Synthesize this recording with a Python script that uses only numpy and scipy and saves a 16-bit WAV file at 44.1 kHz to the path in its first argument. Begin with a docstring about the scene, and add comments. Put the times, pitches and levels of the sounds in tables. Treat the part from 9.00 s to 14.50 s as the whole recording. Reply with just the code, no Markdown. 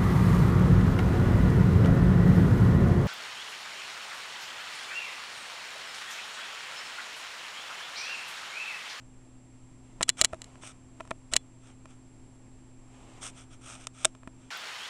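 """On a carpet in a quiet room, a cat pushes its head and paws against a small hand-held camera.
Right at the microphone, a loose plastic part drags, snaps and bounces, claws and pads knock on
the hollow case and fur brushes over it, with a few low thumps and pops. The hardest snaps clip.
Behind this lie the soft slide of the coat, room noise, a low hum and a thin electronic whine."""
import sys
import numpy as np
from scipy import signal
from scipy.fft import rfft, irfft, next_fast_len
from scipy.io import wavfile
from scipy.ndimage import uniform_filter1d

SR = 44100
rng = np.random.default_rng(int(sys.argv[2]) if len(sys.argv) > 2 else 0)


def bounce(signal):
    """Save signal as a 16-bit WAV file at the path given by the first command-line argument."""
    frames = np.transpose(np.atleast_2d(signal))
    limited = np.clip(frames, -1, 1)
    pcm = np.round(limited * 32767).astype(np.int16)
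    wavfile.write(sys.argv[1], SR, pcm)


N = 242731
TIME = np.arange(N) / SR
HIT_TIME = TIME[:SR // 5]


# Each row: snap time in seconds, level in dB, bounce delay in seconds, drag length in seconds,
# drag level in dB. A delay or length of 0 means no bounce or no drag.
PART_SNAPS = [(1.0294, -9, .0031, .006, -36), (1.0921, -4, .0061, .014, -38),
              (1.2135, -2.5, .0048, .044, -39), (1.2466, -4.3, .0057, .010, -34), (1.4182, -27.5, 0, 0, 0),
              (1.4430, -35, 0, 0, 0), (2.3365, -10.5, .0036, .022, -44), (2.3649, -3.5, 0, .008, -34)]

def snaps(bounce_db=-8.7, grip_share=.55, release_s=.014):
    """Pushed by the cat, the loose part scrapes along, snaps against its stop and bounces once."""
    out, scrape = np.zeros(N), friction()
    for s, db, bounce_s, drag_s, drag_db in PART_SNAPS:
        add(out, s, undb(db) * part_hit())
        if bounce_s > 0:
            add(out, s + bounce_s, undb(db + bounce_db) * part_hit())
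        if drag_s > 0:
            gripped_s = s - drag_s * (1 - grip_share)
            grip = np.interp(TIME, [s - drag_s, gripped_s, s, s + release_s], [.15, 1, 1, 0], left=0)
            out += undb(drag_db) * scrape * grip
    return out


# Modes of the loose part. Each row: frequency in Hz, level in dB, t60 in seconds.
LOOSE_PART_MODES = [(750, -22, .014), (1350, -19, .010), (2000, -12, .016), (2280, -12, .016),
                    (2980, -6, .014), (3350, -7, .011), (3950, -5, .013), (4150, -10, .011),
                    (5420, -7, .009), (5950, -7, .009), (6750, -3, .010), (7350, 0, .010), (7750, -5, .009),
                    (8500, -8, .007), (10300, -11, .005), (3413, -42, .13), (4113, -52, .14),
                    (7154, -50, .1)]

def part_hit(burst_s=.0007):
    """The loose part hits its stop, sheds most of its energy at once and rings briefly."""
    envelope = .62 + .99 * np.exp(-HIT_TIME / burst_s)
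    body = ring(LOOSE_PART_MODES, rise_s=.00022, detune=.0021) * envelope
    return body + undb(-16) * tick(decay_s=.0019, tail_db=-31, tail_s=.006)


# Each row: landing time in seconds, then levels in dB of pad thud, hollow ring,
# claw at first touch and claw on landing.
PAW_KNOCKS = [(1.2183, -25, -28, -28.5, -42), (1.3330, -25.5, -25.5, -47, -39),
              (2.0055, -24, -37, -54, -44), (2.1128, -15, -29, -29, -45), (2.3280, -33, -34, -52, -50),
              (2.3410, -33, -33, -52, -44), (5.0520, -19, -21.5, -10, -5)]

def knocks(claw_lead_s=.0044, touch_db=-10):
    """Each paw blow is two contacts: the claw touches, then the pad lands and sounds the hollow case."""
    out = np.zeros(N)
    for s, thud_db, hollow_db, touch_claw_db, claw_db in PAW_KNOCKS:
        add(out, s - claw_lead_s, case_hit(thud_db + touch_db, touch_claw_db, hollow_db=-np.inf))
        add(out, s, case_hit(thud_db, claw_db, hollow_db))
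    return out


# Each row: start in seconds, thud level in dB, claw level in dB.
CASE_TAPS = [(1.0093, -14.5, -34.5), (1.0152, -19, -27.5), (1.3439, -35, -39.5), (1.5560, -39, -54),
             (1.6359, -31, -54), (2.0085, -28, -45), (2.0522, -41, -51), (2.0753, -41, -49),
             (2.3570, -24, -35), (2.8565, -35, -47), (4.8699, -29.5, -22.5), (5.1506, -39.5, -45.5),
             (5.2331, -38, -59), (5.2750, -28.5, -45.5)]

def taps():
    """Single light contacts with the case; the hollow ring follows the weight of each."""
    out = np.zeros(N)
    for s, thud_db, claw_db in CASE_TAPS:
        add(out, s, case_hit(thud_db, claw_db, hollow_db=thud_db - 17))
    return out


# Modes of the case shell and of the air inside. Each row: frequency in Hz, level in dB, t60 in seconds.
SHELL_MODES = [(290, -10, 0.012), (717, -3, 0.006), (1015, 2, 0.0095), (1267, -4.5, 0.011),
               (1728, -1, 0.008), (2400, -7, 0.013), (2900, -11, .006), (3625, -6.5, 0.011),
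               (5415, -6, 0.0069), (6740, -8.5, .006), (7270, -6, 0.0068), (8340, -1, .006),
               (8640, -2, 0.0038), (10170, -9.5, .005)]
CAVITY_MODES = [(359, -20, 0.076), (650.3, -6.5, 0.047), (690, -9, .028), (1314, -7, 0.017)]

def case_hit(thud_db, claw_db, hollow_db, split_hz=3200):
    """The soft pad drives the low modes of the case, the claw the high ones; the air inside rings on."""
    low = [mode for mode in SHELL_MODES if mode[0] < split_hz]
    high = [mode for mode in SHELL_MODES if mode[0] >= split_hz]
    thud = ring(low, rise_s=.0002, detune=.03)
    claw = ring(high, rise_s=.00041, detune=.0042)
    claw += undb(-1) * tick(decay_s=.0016, tail_db=-35.5, tail_s=.016)
    hollow = ring(CAVITY_MODES, rise_s=.0008, detune=.012)
    return undb(thud_db) * thud + undb(claw_db) * claw + undb(hollow_db) * hollow


# Spectrum of scratching on the case. Each row: frequency in Hz, gain in dB.
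SCRATCH_SPECTRUM = [(200, -19.5), (650, -2), (1000, -6), (1300, 2), (1850, -7.5), (2400, -0.5), (3400, -1),
                    (4450, -14), (5600, -1.5), (7300, -4.5), (8600, -1), (9500, -12), (10500, -14),
                    (12000, -30.5)]

def tick(decay_s, tail_db, tail_s):
    """A claw or edge skids for an instant and the case chatters after it; peak near 1."""
    envelope = np.exp(-HIT_TIME / decay_s) + undb(tail_db) * np.exp(-HIT_TIME / tail_s)
    burst = colour(rng.standard_normal(len(HIT_TIME)) * envelope, SCRATCH_SPECTRUM)
    onset_rms = np.sqrt(np.mean(burst[:SR // 1000] ** 2))
    return .43 * burst / onset_rms


# Each row: start in seconds, frequency in Hz, peak level in dB.
LOW_THUMPS = [(1.212, 42, -41.5), (1.2139, 190.2, -31.5), (1.329, 80, -36.5), (2.316, 35.85, -39),
              (5.275, 268, -33)]

def thumps(t60_cycles=3.5):
    """Short low thumps and pops, each dying away within a few cycles."""
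    out = np.zeros(N)
    for s, hz, db in LOW_THUMPS:
        add(out, s, undb(db) * ring([(hz, 0, t60_cycles / hz)], rise_s=.069 / hz, detune=.02))
    return out


# Each row: peak time, rise and fall in seconds, level in dB.
FUR_STROKES = [(1.66, .055, .075, -47), (2.68, .08, .06, -59.5), (2.914, .05, .04, -60),
               (4.24, .033, .076, -41), (4.396, .055, .058, -51.5), (4.534, .038, .036, -56),
               (4.712, .11, .08, -47), (4.824, .057, .046, -52), (5.045, .12, .012, -49.5),
               (5.427, .08, .12, -65)]

def fur(treble_hz=4400, treble_db_per_db=.35, neutral_db=-48.5):
    """Hairs catch and flick off the case as each stroke swells and fades; harder strokes are brighter."""
    hairs = friction()
    treble = signal.sosfiltfilt(signal.butter(2, treble_hz, "high", fs=SR, output="sos"), hairs)
    out = np.zeros(N)
    for s, rise_s, fall_s, db in FUR_STROKES:
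        treble_db = treble_db_per_db * (db - neutral_db)
        out += undb(db) * swell(s, rise_s, fall_s) * (hairs + (undb(treble_db) - 1) * treble)
    return out


# Resonances of the rubbed case. Each row: centre in Hz, width in Hz, gain in dB.
RUB_RESONANCES = [(660, 150, -5), (1290, 230, -2), (2380, 160, -6), (3420, 300, -8), (6020, 250, -9),
                  (8550, 350, -2)]

def friction(catches_per_s=3500, scatter_db=1.5, patchy_db=1.3):
    """Thousands of tiny catches and slips keep the case ringing; rms near 1."""
    catches = rng.random(N) < catches_per_s / SR
    flicks = catches * rng.standard_normal(N) * undb(scatter_db * rng.standard_normal(N))
    rub = colour(unit(flicks) + undb(-3) * rng.standard_normal(N), SCRATCH_SPECTRUM)
    ringing = sum(undb(db) * signal.lfilter(*signal.iirpeak(hz, hz / width_hz, fs=SR), rub)
                  for hz, width_hz, db in RUB_RESONANCES)
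    return unit(rub + ringing) * undb(patchy_db * drift(120))


# Each row: peak time, rise and fall in seconds, level in dB.
COAT_SLIDES = [(.9, .12, .3, -67), (1.5, .4, .33, -60.5), (2.03, .15, .13, -65), (2.70, .06, .06, -63),
               (4.19, .47, .3, -56.5), (4.75, .16, .16, -61)]
# Spectrum of the sliding coat. Each row: frequency in Hz, gain in dB.
COAT_SPECTRUM = [(150, -2.5), (400, 0), (1000, -0.5), (1600, -11), (2700, -8), (4500, -19), (8000, -13.5),
                 (11000, -31.5)]

def coat(rest_db=-72):
    """The soft, dull slide of the coat swells each time the cat shifts and never quite stops."""
    shifts = sum(undb(db) * swell(s, rise_s, fall_s, power=1.6) for s, rise_s, fall_s, db in COAT_SLIDES)
    level = np.hypot(undb(rest_db), shifts) * undb(1.1 * drift(25))
    return level * unit(colour(rng.standard_normal(N), COAT_SPECTRUM))


# Spectrum of the noise floor. 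Each row: frequency in Hz, gain in dB.
ROOM_SPECTRUM = [(20, 6), (40, -1.5), (80, -4.5), (170, -9.5), (330, -9), (480, -19), (900, -20),
                 (1500, -28.5), (2400, -28.5), (3800, -36.5), (8000, -33.5), (10200, -36), (11800, -53.5)]

def room(level_db=-54):
    """Low room noise and microphone hiss."""
    return undb(level_db + .6 * drift(6)) * unit(colour(rng.standard_normal(N), ROOM_SPECTRUM))


# Each row: frequency in Hz, rms level in dB.
HUM_TONES = [(120, -57.5), (257.3, -58.5), (110, -69), (329.5, -73)]

def hum():
    """Low steady tones, each wavering slightly in level."""
    out = np.zeros(N)
    for hz, db in HUM_TONES:
        amplitude = np.sqrt(2) * undb(db + .4 * drift(5.2))
        out += amplitude * np.sin(2 * np.pi * (hz * TIME + rng.random()))
    return out


def whine(tone_hz=7586, restart_hz=58.59, level_db=-69.5):
    """The camera's electronics sing in short bursts, each starting afresh: a narrow comb of lines."""
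    cycle = TIME * restart_hz % 1
    gate = np.sin(np.pi * cycle) ** .25
    return undb(level_db) * unit(gate * np.sin(2 * np.pi * tone_hz * cycle / restart_hz))


def ring(modes, rise_s, detune):
    """Damped modes after one contact, peak 1; each contact strains the plastic a little differently."""
    out = 0
    for (hz, db, t60_s), strain in zip(modes, rng.standard_normal(len(modes))):
        envelope = undb(db) * np.exp(-np.log(1000) * HIT_TIME / t60_s)
        out += envelope * np.sin(2 * np.pi * hz * (1 + detune * strain) * HIT_TIME)
    out *= 1 - np.exp(-HIT_TIME / rise_s)
    return out / np.max(np.abs(out))


def swell(s, rise_s, fall_s, power=1.2):
    """Pressure builds smoothly up to time s and lets go again."""
    ramp = np.interp(TIME, [s - rise_s, s, s + fall_s], [0, 1, 0])
    return np.sin(np.pi / 2 * ramp) ** power


def colour(x, spectrum):
    """Minimum-phase filter through the given (Hz, dB) points."""
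    hz, db = np.transpose(spectrum)
    size = 2 * next_fast_len(len(x))
    bins_hz = np.maximum(np.fft.rfftfreq(size, 1 / SR), 1)
    gain = undb(np.interp(np.log(bins_hz), np.log(hz), db))
    cepstrum = irfft(np.log(gain))
    cepstrum[1:size // 2] *= 2  # fold onto positive time
    cepstrum[size // 2 + 1:] = 0
    return irfft(rfft(x, size) * np.exp(rfft(cepstrum)))[:len(x)]


def drift(rate_hz):
    """Smooth random drift, rms 1."""
    hold = int(SR / rate_hz)
    steps = np.repeat(rng.standard_normal(N // hold + 1), hold)
    return unit(uniform_filter1d(steps, hold)[:N])


def undb(db):
    """Decibels to gain."""
    return 10 ** (np.asarray(db) / 20)


def unit(x):
    """Scale to rms 1."""
    return x / np.sqrt(np.mean(x ** 2))


def add(track, s, sound):
    """Mix a sound into the track at time s."""
    start = int(s * SR)
    track[start:start + len(sound)] += sound[:N - start]


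def scene():
    """Everything reaches the one microphone directly."""
    return (snaps() + knocks() + taps() + thumps() + fur() + coat() + room() + hum() + whine())[None]


def record(dry):
    """The small microphone loses the top octave and overloads on the hardest snaps."""
    mic_top_hz, ceiling, output_top_hz = 11700, .72, 16500
    heard = signal.sosfilt(signal.ellip(8, .3, 60, mic_top_hz, fs=SR, output="sos"), dry)
    clipped = np.clip(heard, -ceiling, ceiling)
    return signal.sosfilt(signal.ellip(8, .2, 70, output_top_hz, fs=SR, output="sos"), clipped)


dry = scene()
out = record(dry)
bounce(out)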